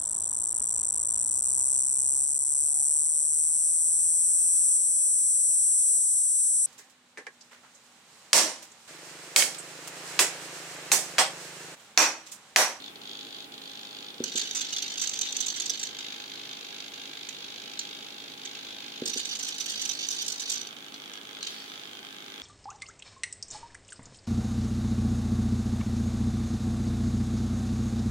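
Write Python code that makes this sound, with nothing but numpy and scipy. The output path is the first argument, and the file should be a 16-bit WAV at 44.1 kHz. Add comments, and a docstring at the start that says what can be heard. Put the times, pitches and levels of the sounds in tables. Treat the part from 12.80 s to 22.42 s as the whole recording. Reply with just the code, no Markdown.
"""In a small room, close above a model railway baseboard, hobby servos throw a set of points over and back.
Control pulses, 51 a second, excite the resonances of their plastic cases: at rest the motors tick,
pressed against the rail they buzz, and on the move their gear teeth collide in a rattle.
Two soft knocks ring the board at each throw, and a fan hums throughout over a faint hiss.
A few dry clicks and a short rustle come near the end."""
import sys
import numpy as np
from scipy import signal
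from scipy.fft import rfft, irfft, next_fast_len
from scipy.io import wavfile
from scipy.ndimage import uniform_filter1d, map_coordinates

SR = 44100
rng = np.random.default_rng(int(sys.argv[2]) if len(sys.argv) > 2 else 0)


def master(y):
    """Save y as 16-bit WAV."""
    cut = np.clip(np.atleast_2d(y).T, -1, 1)
    pcm = np.round(cut * 32767)  # scale
    wavfile.write(sys.argv[1], SR, pcm.astype(np.int16))


N = 424241

# The fan's tones. Each row: frequency in Hz, level in dB.
FAN_TONES = [(120, -79), (145.3, -72.5), (181, -72.5), (217.4, -69), (274.4, -62), (328.4, -67), (400, -72),
             (549, -74.5), (725.2, -72), (823.4, -65)]
# Spectra of the fan's rush and the hiss. Each row: frequency in Hz, relative level in dB.
FAN_RUSH = [(13, -65), (22, -51), (86, -16.5), (135, -8), (172, -11), (208, -1), (242, -2.5), (271, 0),
            (297, -2), (468, 0), (514, -6), (779, -5), (824, -1.5), (872, -7), (2000, -10), (2600, -9),
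            (4400, -120)]
ROOM_HISS = [(880, -10), (1500, 1), (1670, -7.5), (2530, 1), (3650, 3.5), (3950, -2.5), (5160, -6.5),
             (11300, -12), (15900, -12.5)]
# Likeness of the room noise on the two sides. Each row: frequency in Hz, left-right correlation.
CORRELATION = [(30, -0.77), (70, 0.0046), (180, 0.7), (380, 0.67), (700, 0.04), (1300, -0.19),
               (4000, -0.13)]

# Pauses in which the servos are in position and get no drive. Each row: start and end in seconds.
RESTS = [(.09, .15), (.17, .21), (.66, .715), (.75, .772), (.79, .81), (1.32, 1.33), (1.355, 1.37),
         (4.09, 4.112), (5.55, 5.57), (7.935, 7.96), (8.095, 8.11), (8.385, 8.405), (9.2, 9.22)]
# A tick's contacts around its main snap. Each row: lead in seconds, its level in dB, fall-back in
# seconds, its level in dB, chatter level in dB. Levels are relative to the snap.
HOLD_TICK = (.0017, -6, .0024, -4, 4)
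PRESS_TICK = (.0024, -3, .0026, -3.5, 7.8)
SETTLED_TICK = (.0012, -5, .001, -6, 5)
# Case spectra before, between and after the throws. Each row: frequency in Hz, relative level in dB.
CASE_FREE = [(400, -41), (1200, -24), (1900, -17), (2300, -14), (2800, -6.5), (3400, .3), (4200, -2),
             (5200, -11.5), (6000, -18), (7000, -17.5), (8500, -35), (15000, -45)]
CASE_LOADED = [(400, -40), (1200, -20.5), (1900, -10.5), (2300, -5.5), (2800, -4.5), (3400, 0),
               (4200, -2.8), (5200, -9.5), (6000, -13.5), (7000, -17), (8500, -29), (15000, -35)]
CASE_SETTLED = [(400, -47), (1200, -14), (2200, -5.5), (2700, -6.5), (3300, 1), (3750, -4), (4400, -8.5),
                (5200, -13), (5750, -13), (6000, -18), (6450, -14.5), (6800, -19), (7500, -25),
                (15000, -45)]
# Narrow peaks and dips of case and gearbox. Each row: frequency in Hz, width in Hz, lift in dB.
CASE_MODES = [(1610, 110, 7), (1886, 120, -12), (2170, 230, 1), (3150, 110, 3), (3380, 220, 3),
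              (3760, 200, 4), (4650, 500, 3.5), (5480, 260, 2.5), (6400, 300, 5), (6760, 260, 5),
              (7450, 300, 3)]
GEAR_MODES = [(1600, 150, 7), (3050, 160, 3.5), (3850, 300, 4), (4050, 140, -4), (4480, 300, 3),
              (5450, 200, 3), (5720, 140, -4), (5960, 380, 12), (6400, 420, 7), (6950, 240, 6),
              (7400, 380, 6), (8500, 400, -3), (9200, 200, 1), (10650, 160, 4)]
# Stereo balance of case, gearbox and clicks. Each row: frequency in Hz, left over right in dB.
CASE_LEAN = [(1300, -16), (2400, -3.5), (3300, -0.7), (4000, 1.5), (4700, -1.5), (5400, -4), (6000, -10.5),
             (7000, -12), (8200, 2), (12000, 11)]
GEAR_LEAN = [(1300, -5), (2400, -4), (3300, -1), (4000, 1.5), (4700, -4.5), (5400, -2.5), (6000, -7.5),
             (7000, -12.5), (8200, -4.5), (12000, -1.5)]
CLICK_LEAN = [(2000, 2), (8000, -4)]

# Knocks in the baseboard. Each row: start in seconds, level in dB.
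KNOCKS = [(1.4033, -20.5), (1.552, -29), (6.22, -21), (6.3607, -30)]
# The board's response. Each row: frequency in Hz, relative level in dB.
BOARD_SPECTRUM = [(35, -52), (60, -23), (91, -22.5), (242, -1.5), (380, -1.5), (499, -3.5), (678, -26),
                  (804, -42), (900, -51), (1170, -61), (1980, -120)]

# The throws, over and back. Each row: start and end in seconds, step level in dB, step length and
# run-down in seconds, treble over middle in dB of a reference kick at the start and at the end.
THROWS = [(1.44, 3.062, -32.3, 0.0083, 0.02, -1.5, 2.5), (6.26, 7.771, -33.3, 0.01, 0.055, 0.5, 2.5)]
# Surges, where a lagging servo catches up with hard kicks in successive frames.
# Each row: start in seconds, level in dB, kick length in seconds, number of kicks.
SURGES = [(1.439, -22, 0.0036, 1), (1.555, -27, 0.013, 1), (1.573, -23.5, .011, 3),
          (1.710, -25.5, 0.0018, 1), (1.747, -26, 0.015, 1), (1.765, -27, 0.014, 2), (1.806, -28, 0.016, 1),
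          (1.923, -29.5, 0.016, 1), (1.962, -27, 0.0099, 2), (2.021, -25, 0.0089, 1), (2.174, -28, .011, 2),
          (2.213, -24, 0.015, 2), (2.273, -22, .0033, 1), (2.293, -23, .003, 1), (2.332, -30.5, .012, 2),
          (2.390, -22.5, 0.0026, 1), (2.411, -23.5, 0.009, 1), (2.523, -27.5, .006, 1),
          (2.565, -23.5, .0061, 1), (2.603, -23.5, 0.011, 1), (2.661, -25.5, 0.0096, 1),
          (2.681, -27.5, 0.0084, 3), (2.757, -31, 0.019, 1), (2.798, -27, 0.01, 2), (2.857, -26.5, 0.01, 1),
          (2.894, -24, 0.011, 1), (2.993, -31, 0.01, 2), (3.029, -25, 0.0089, 1), (3.069, -32, .005, 1),
          (3.187, -35, 0.0065, 3), (4.003, -37, .004, 1), (4.488, -30, 0.005, 1), (4.992, -23.5, 0.0038, 1),
          (5.65, -35, 0.012, 1), (6.255, -26.5, 0.01, 1), (6.274, -26, 0.011, 2), (6.332, -30.5, 0.014, 1),
          (6.372, -27.5, .014, 2), (6.449, -30.5, 0.011, 1), (6.55, -31.5, 0.011, 1),
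          (6.589, -31, 0.013, 1), (6.626, -29, 0.011, 2), (6.684, -27.5, 0.0077, 1), (6.78, -31, 0.0091, 1),
          (6.799, -28.5, 0.016, 1), (6.858, -27.5, 0.008, 1), (6.895, -29, 0.013, 3),
          (7.012, -28.5, 0.016, 1), (7.05, -28, 0.011, 1), (7.090, -27, 0.011, 2), (7.286, -24, 0.0041, 1),
          (7.304, -28, 0.014, 3), (7.415, -28, 0.014, 1), (7.461, -30, 0.0074, 1), (7.48, -22.5, 0.0066, 1),
          (7.499, -30, .009, 1), (7.519, -28, .008, 1), (7.595, -29.5, 0.015, 2), (7.696, -23, 0.011, 2),
          (7.733, -29, .011, 3), (7.811, -33, 0.0072, 1), (7.871, -34, .003, 1), (8.14, -41, .008, 1),
          (8.334, -37, 0.0049, 1)]
# Gearbox spectra for the two directions. Each row: frequency in Hz, relative level in dB.
GEARS_OVER = [(400, -52), (1100, -16), (2000, -7.5), (2700, -2), (3500, 5.5), (4700, 2), (5400, -5),
              (7000, -10), (7900, -11), (8900, -12.5), (9800, -25), (12000, -21.5), (15800, -28)]
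GEARS_BACK = [(400, -62), (1100, -14.5), (2000, -8.5), (2700, -2.5), (3500, 4.5), (4700, 3.5), (5400, -2.5),
              (7000, -9.5), (7900, -8.5), (8900, -8), (9800, -16), (12000, -20.5), (14000, -18.5),
              (15800, -25)]

# Dry clicks. Each row: start in seconds, level in dB before filtering, length in seconds, cut-off in Hz.
CLICKS = [(8.609, -31.5, .003, 4970), (8.6265, -27.5, 0.0035, 8000), (8.646, -38, .008, 7000),
          (8.667, -29.5, 0.0065, 7540)]
# Spectra of the clicks and the rustle. Each row: frequency in Hz, relative level in dB.
CLICK_SPECTRUM = [(300, -58), (1200, -13), (2200, -11), (3200, 0), (4250, 3), (5300, -4), (6500, 3.5),
                  (8000, -7), (9500, -10), (15000, -21)]
RUSTLE_SPECTRUM = [(400, -58), (1500, -8), (2100, -10), (2500, -5.5), (3150, -4), (4400, -2), (5900, -8),
                   (7450, -16), (15000, -23)]

FRAME_HZ, TOP_HZ = 51.482, 15900  # control pulse rate, upper band limit
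HOLD_DB, PRESS_DB, SETTLED_DB = -48.8, -48.8, -49.6  # ticks before, between and after the throws
LANDING_DB, LANDING_S, RELAX_S = 2.8, .2, .2  # an extra push builds as the blades land, then relaxes
EASE_AT_S, EASE_S, EASE_DB = 5.42, .22, 2.5  # the load eases for a moment
HUNT_DB = 1.1  # overshoot against the rail: strong and weak ticks tend to alternate
SPIN_UP_DB, SPIN_UP_S = 5.5, .072  # the first steps are weaker, until the slack is taken up
STEP_SCATTER_DB, STEP_SWAY_DB, STEP_SWAY_HZ = .86, .86, 9  # the load varies along the travel
STICK_DB, STICK_S = 1.8, .025  # the level drops as the blades stick just before a surge
KICK_REFERENCE_DB, KICK_BRIGHTENS = -30, .74  # treble over middle grows by .74 dB per dB above this


def amp(db):
    """Amplitude grows tenfold for every 20 dB."""
    return 10 ** (np.asarray(db) / 20)


def unit(x):
    """Normalisation brings a signal to rms 1."""
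    return x / np.sqrt(np.mean(x ** 2) + 1e-20)


def along(points, hz):
    """Interpolation joins (Hz, value) points on a logarithmic frequency axis."""
    f, v = np.transpose(points)
    return np.interp(np.log(hz + 1), np.log(f + 1), v)


def wobble(rate):
    """A spline through random knots, rate a second, gives a smooth fluctuation."""
    knots = rng.standard_normal(int(N * rate / SR) + 4)
    coarse = np.arange(0, N + 64, 64)
    return np.interp(np.arange(N), coarse, map_coordinates(knots, [coarse * rate / SR]))


def drift(times, rate):
    """Sampling a smooth fluctuation gives neighbouring events related values."""
    return np.interp(times, np.arange(N) / SR, wobble(rate))


def filtered(x, response):
    """A linear filter multiplies the spectrum by its frequency response."""
    m = next_fast_len(N + SR // 2)
    return irfft(rfft(x, m) * response(np.fft.rfftfreq(m, 1 / SR)), m)[..., :N]


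def minimum_phase(gain):
    """Folding the cepstrum gives the causal response of least delay for a given gain."""
    cepstrum = irfft(np.log(np.maximum(gain, 1e-6)))
    half = cepstrum.shape[-1] // 2
    cepstrum[..., 1:half] *= 2
    cepstrum[..., half + 1:] = 0
    return np.exp(rfft(cepstrum))


def resonance_db(hz, centre, width, lift_db):
    """A resonance lifts the spectrum in a bell around its centre; a negative lift makes a dip."""
    return lift_db / (1 + (2 * (hz - centre) / width) ** 2)


def ring(drive, response):
    """A linear body convolves its drive with its stereo impulse response."""
    return signal.oaconvolve(drive[None], response, axes=1)[:, :N]


def through(drive, path):
    """A path of unit energy colours a broadband drive and conserves its power."""
    return ring(drive, unit(path) / np.sqrt(path.shape[1]))


def air(spectrum):
    """The ratio of mid to side noise sets the left-right correlation at each frequency."""
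    def response(hz):
        angle = np.arccos(np.clip(along(CORRELATION, hz), -1, 1)) / 2
        return amp(along(spectrum, hz)) * [np.cos(angle), np.sin(angle)]
    mid, side = filtered(rng.standard_normal((2, N)), response)
    return unit(np.array([mid + side, mid - side]))


def fan():
    """A fan's tones, modulated slightly in level and phase, superpose on rushing air and a faint hiss."""
    t = np.arange(N) / SR
    hum = np.zeros(N)
    for hz, db in FAN_TONES:
        peak = np.sqrt(2) * amp(db + .41 * wobble(6.1))
        hum += peak * np.sin(2 * np.pi * hz * t + .94 * wobble(4))
    rush = amp(-52.5 + .22 * wobble(.99)) * air(FAN_RUSH)
    return hum + rush + amp(-51.3) * air(ROOM_HISS)


def frames(start, end, delay):
    """A periodic control signal times the drive pulses, except during rests."""
    times = np.arange(int(N / SR * FRAME_HZ) + 1) / FRAME_HZ + delay
    resting = np.any([(times > a) & (times < b) for a, b in RESTS], axis=0)
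    return times[(times >= start) & (times <= end) & ~resting]


def rattle(times, levels_db, lengths, impacts_hz, rise_share, fall_s, size=1500):
    """Random impacts, as of gear teeth, form a noise burst that decays exponentially after each kick."""
    drive, t = np.zeros(N + SR), np.arange(size) / SR
    for start, db, length in zip(times, levels_db, lengths):
        attack = 1 - np.exp(-t / (rise_share * length))
        swell = attack * np.exp(-np.maximum(t - length, 0) / fall_s - .5 * t / length)
        impacts = rng.standard_normal(size) * (.5 + (rng.random(size) < impacts_hz / SR))
        burst = unit(impacts * swell) * np.sqrt(np.mean(swell ** 2)) / swell.max()
        drive[max(round(start * SR), 0):][:size] += amp(db) * burst
    return drive[:N]


def ticking(times, levels_db, tick, scatter_db=1.1, jitter=.12):
    """Backlash splits a tick into four drives: slack taken up, snap, fall-back and chatter between."""
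    lead_s, lead_db, fall_s, fall_db, chatter_db = tick
    chance = rng.standard_normal((len(times), 3))
    db = levels_db + scatter_db * chance[:, 0]
    lead = times - lead_s * np.exp(jitter * chance[:, 1])
    fall = times + fall_s * np.exp(jitter * chance[:, 2])
    contacts = []
    for when, contact_db in ((lead, lead_db), (times, 0), (fall, fall_db)):
        heights = amp(db + contact_db) * np.sqrt(SR / FRAME_HZ)  # a frame's energy in one sample
        contacts.append(np.bincount((np.abs(when) * SR).astype(int), heights, N)[:N])
    chatter = rattle(lead - .001, db + chatter_db, fall - lead, 3500, rise_share=.38, fall_s=.0018)
    return contacts + [chatter]


def holding(start, end, level_db, tick, delay, drift_db=.8):
    """Periodic pulses make an unloaded servo tick lightly while the points lie open."""
    times = frames(start, end, delay)
    return ticking(times, level_db + drift_db * drift(times, rate=18), tick)


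def housing(spectrum, modes, lean, size=2048, t60=.008):
    """The dense, damped modes of a plastic body give a short, coloured stereo impulse response."""
    t, hz = np.arange(size) / SR, np.fft.rfftfreq(size, 1 / SR)
    fade = (1 - np.exp(-t / .0006)) * amp(-60 * t / t60)
    paths = rfft(rng.standard_normal((2, size)) * fade)
    ripple = np.sqrt(np.abs(uniform_filter1d(np.abs(paths) ** 2, 3, axis=1)))
    colour_db = along(spectrum, hz) + sum(resonance_db(hz, *mode) for mode in modes)
    lean_db = np.outer([.5, -.5], along(lean, hz))
    return irfft(paths * minimum_phase(amp(colour_db + lean_db) / ripple))


def servo_cases():
    """Outside the throws, each kind of contact excites the case along a transmission path of its own."""
    (leave_s, land_s), (return_s, home_s) = np.array(THROWS)[:, :2]
    pressed = pressing(land_s, return_s - 1 / FRAME_HZ)
    before = holding(0, leave_s, HOLD_DB, HOLD_TICK, delay=.0024)
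    after = holding(home_s, N / SR, SETTLED_DB, SETTLED_TICK, delay=.003)
    states = (before, CASE_FREE), (pressed, CASE_LOADED), (after, CASE_SETTLED)
    return sum(through(drive, housing(spectrum, CASE_MODES, CASE_LEAN))
               for drives, spectrum in states for drive in drives)


def board_knocks(size=16384, t60=.36):
    """An impulse excites the baseboard's low resonance, and the room reverberates after it."""
    t, hz = np.arange(size) / SR, np.fft.rfftfreq(size, 1 / SR)
    blows = np.zeros(N)
    for start, db in KNOCKS:
        blows[round(start * SR)] = amp(db)
    echoes = rng.standard_normal(size) + .31 * rng.standard_normal((2, size))
    fade = amp(-60 * t / t60) * (1 - np.exp(-t / .0012))
    paths = amp(-5) * unit(echoes * fade) / np.sqrt(size)
    paths[:, 0] -= 1  # the direct sound
    board = minimum_phase(amp(along(BOARD_SPECTRUM, hz) + resonance_db(hz, 252, width=100, lift_db=4)))
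    return ring(blows, irfft(rfft(paths) * board) / np.abs(irfft(board)).max())


def radiate(drive, spectrum, modes, lean, band=None, split_hz=5400):
    """As the place of contact moves, a constant total power shifts among three transmission paths."""
    shares = np.array([wobble(30) for _ in range(3)])
    shares /= np.linalg.norm(shares, axis=0) + 1e-9
    sound = np.zeros((2, N))
    for share in shares:
        path = housing(spectrum, modes, lean)
        if band:  # only the middle or only the treble
            path = signal.sosfilt(signal.butter(8, split_hz, band, fs=SR, output="sos"), path)
        sound += through(drive * share, path)
    return sound


def kicks(surges, fade_db=2.84):
    """A surge decays geometrically, one kick a frame; this gives their times, levels and lengths."""
    return np.transpose([(start + k / FRAME_HZ, db - fade_db * k, length)
                         for start, db, length, count in surges for k in range(round(count))])


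def gear_train(throw, surges, spectrum, delay):
    """Tooth impacts sound at every step; harder kicks spin the small gears, which radiate more treble."""
    start, end, level_db, step_s, run_down_s, start_treble_db, end_treble_db = throw
    kick_times, kick_db, kick_lengths = kicks(surges)
    steps = frames(start, end + 2 * run_down_s, delay)
    steps = steps[np.abs(steps[:, None] - kick_times).min(axis=1) > .009]  # a kick replaces a step
    slow_db = SPIN_UP_DB * np.exp((start - steps) / SPIN_UP_S)
    slow_db += 20 * np.log10(np.e) * np.maximum(steps - end, 0) / run_down_s
    load_db = STEP_SWAY_DB * drift(steps, STEP_SWAY_HZ)
    load_db += STEP_SCATTER_DB * rng.standard_normal(len(steps))
    until_kick = kick_times - steps[:, None]
    load_db -= STICK_DB * np.any((until_kick > 0) & (until_kick < STICK_S), axis=1)
    lengths = step_s * np.exp(.41 * rng.standard_normal(len(steps)))
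    stepping = rattle(steps, level_db + load_db - slow_db, lengths, 2300, rise_share=.08, fall_s=.0063)
    sound = radiate(stepping, spectrum, GEAR_MODES, GEAR_LEAN)
    bright_db = np.interp(kick_times, [start, end], [start_treble_db, end_treble_db])
    bright_db += KICK_BRIGHTENS * (kick_db - KICK_REFERENCE_DB)
    middle_db = kick_db - 10 * np.log10(1 + amp(bright_db) ** 2)  # middle and treble share the power
    for band, band_db in (("low", middle_db), ("high", middle_db + bright_db)):
        surging = rattle(kick_times - .001, band_db, kick_lengths, 3500, rise_share=.22, fall_s=.0026)
        sound += radiate(surging, spectrum, GEAR_MODES, GEAR_LEAN, band)
    return sound


def pressing(start, end):
    """Against the rail the ticks form a buzz, modulated in amplitude by load and overshoot."""
    times = frames(start, end, delay=.0026)
    since = times - start
    push = np.minimum(since / LANDING_S, 1) * np.exp(-np.maximum(since - LANDING_S, 0) / RELAX_S)
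    hunting = (-1) ** np.arange(len(times)) * drift(times, rate=4)
    ease = np.exp(-((times - EASE_AT_S) / EASE_S) ** 2)
    return ticking(times, PRESS_DB + LANDING_DB * push - EASE_DB * ease + HUNT_DB * hunting, PRESS_TICK)


def clicks():
    """Noise bursts a few milliseconds long are heard as dry clicks."""
    drive = np.zeros(N)
    for start, db, length, top_hz in CLICKS:
        click = rattle([start], [db], [length], impacts_hz=2500, rise_share=.4, fall_s=.0015)
        drive += signal.sosfilt(signal.butter(4, top_hz, fs=SR, output="sos"), click)
    return radiate(drive, CLICK_SPECTRUM, [], CLICK_LEAN)


def rustle(level_db=-43.5, decay_s=.24, grains_hz=900):
    """Dense random grains merge into a rustle that decays exponentially from the last click."""
    since = np.arange(N) / SR - CLICKS[-1][0]
    grains = unit(rng.standard_normal(N) * (.22 + (rng.random(N) < grains_hz / SR)))
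    fade = (since > 0) * np.exp(-np.abs(since) / decay_s)
    return radiate(amp(level_db) * grains * fade, RUSTLE_SPECTRUM, [], CLICK_LEAN)


def walls(x, t60, absorb_hz, size=11025):
    """Diffuse reflections decay exponentially, dulled by absorption; their pattern varies over time."""
    wet, t = np.zeros((2, N + 2 * size)), np.arange(size) / SR
    fade = amp(-60 * t / t60) * (1 - np.exp(-t / .0034))
    for start in range(0, N, size):
        tail = unit(rng.standard_normal((2, size)) * fade) / np.sqrt(size)
        echo = signal.fftconvolve(x[:, start:start + size], tail, axes=1)
        wet[:, start:start + echo.shape[1]] += echo
    return filtered(wet[:, :N], lambda hz: 1 / np.sqrt(1 + (hz / absorb_hz) ** 4))


def scene():
    """Direct sounds and reflections add by superposition; board and fan lean slightly to the right."""
    surges = np.array(SURGES)
    before_return = surges[:, 0] < THROWS[1][0] - 2 / FRAME_HZ
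    gears = gear_train(THROWS[0], surges[before_return], GEARS_OVER, delay=.0003)
    gears += gear_train(THROWS[1], surges[~before_return], GEARS_BACK, delay=.0009)
    buzz = servo_cases()
    clicking = clicks() + rustle()
    echo = walls(amp(-2.8) * buzz + amp(-3.5) * gears + amp(-1.5) * clicking, t60=.19, absorb_hz=5060)
    return buzz + gears + clicking + echo + (board_knocks() + fan()) * amp([[-.6], [.6]])


def record(dry):
    """An ideal low-pass filter removes everything above the band limit."""
    return filtered(dry, lambda hz: hz < TOP_HZ)


dry = scene()
out = record(dry)
master(out)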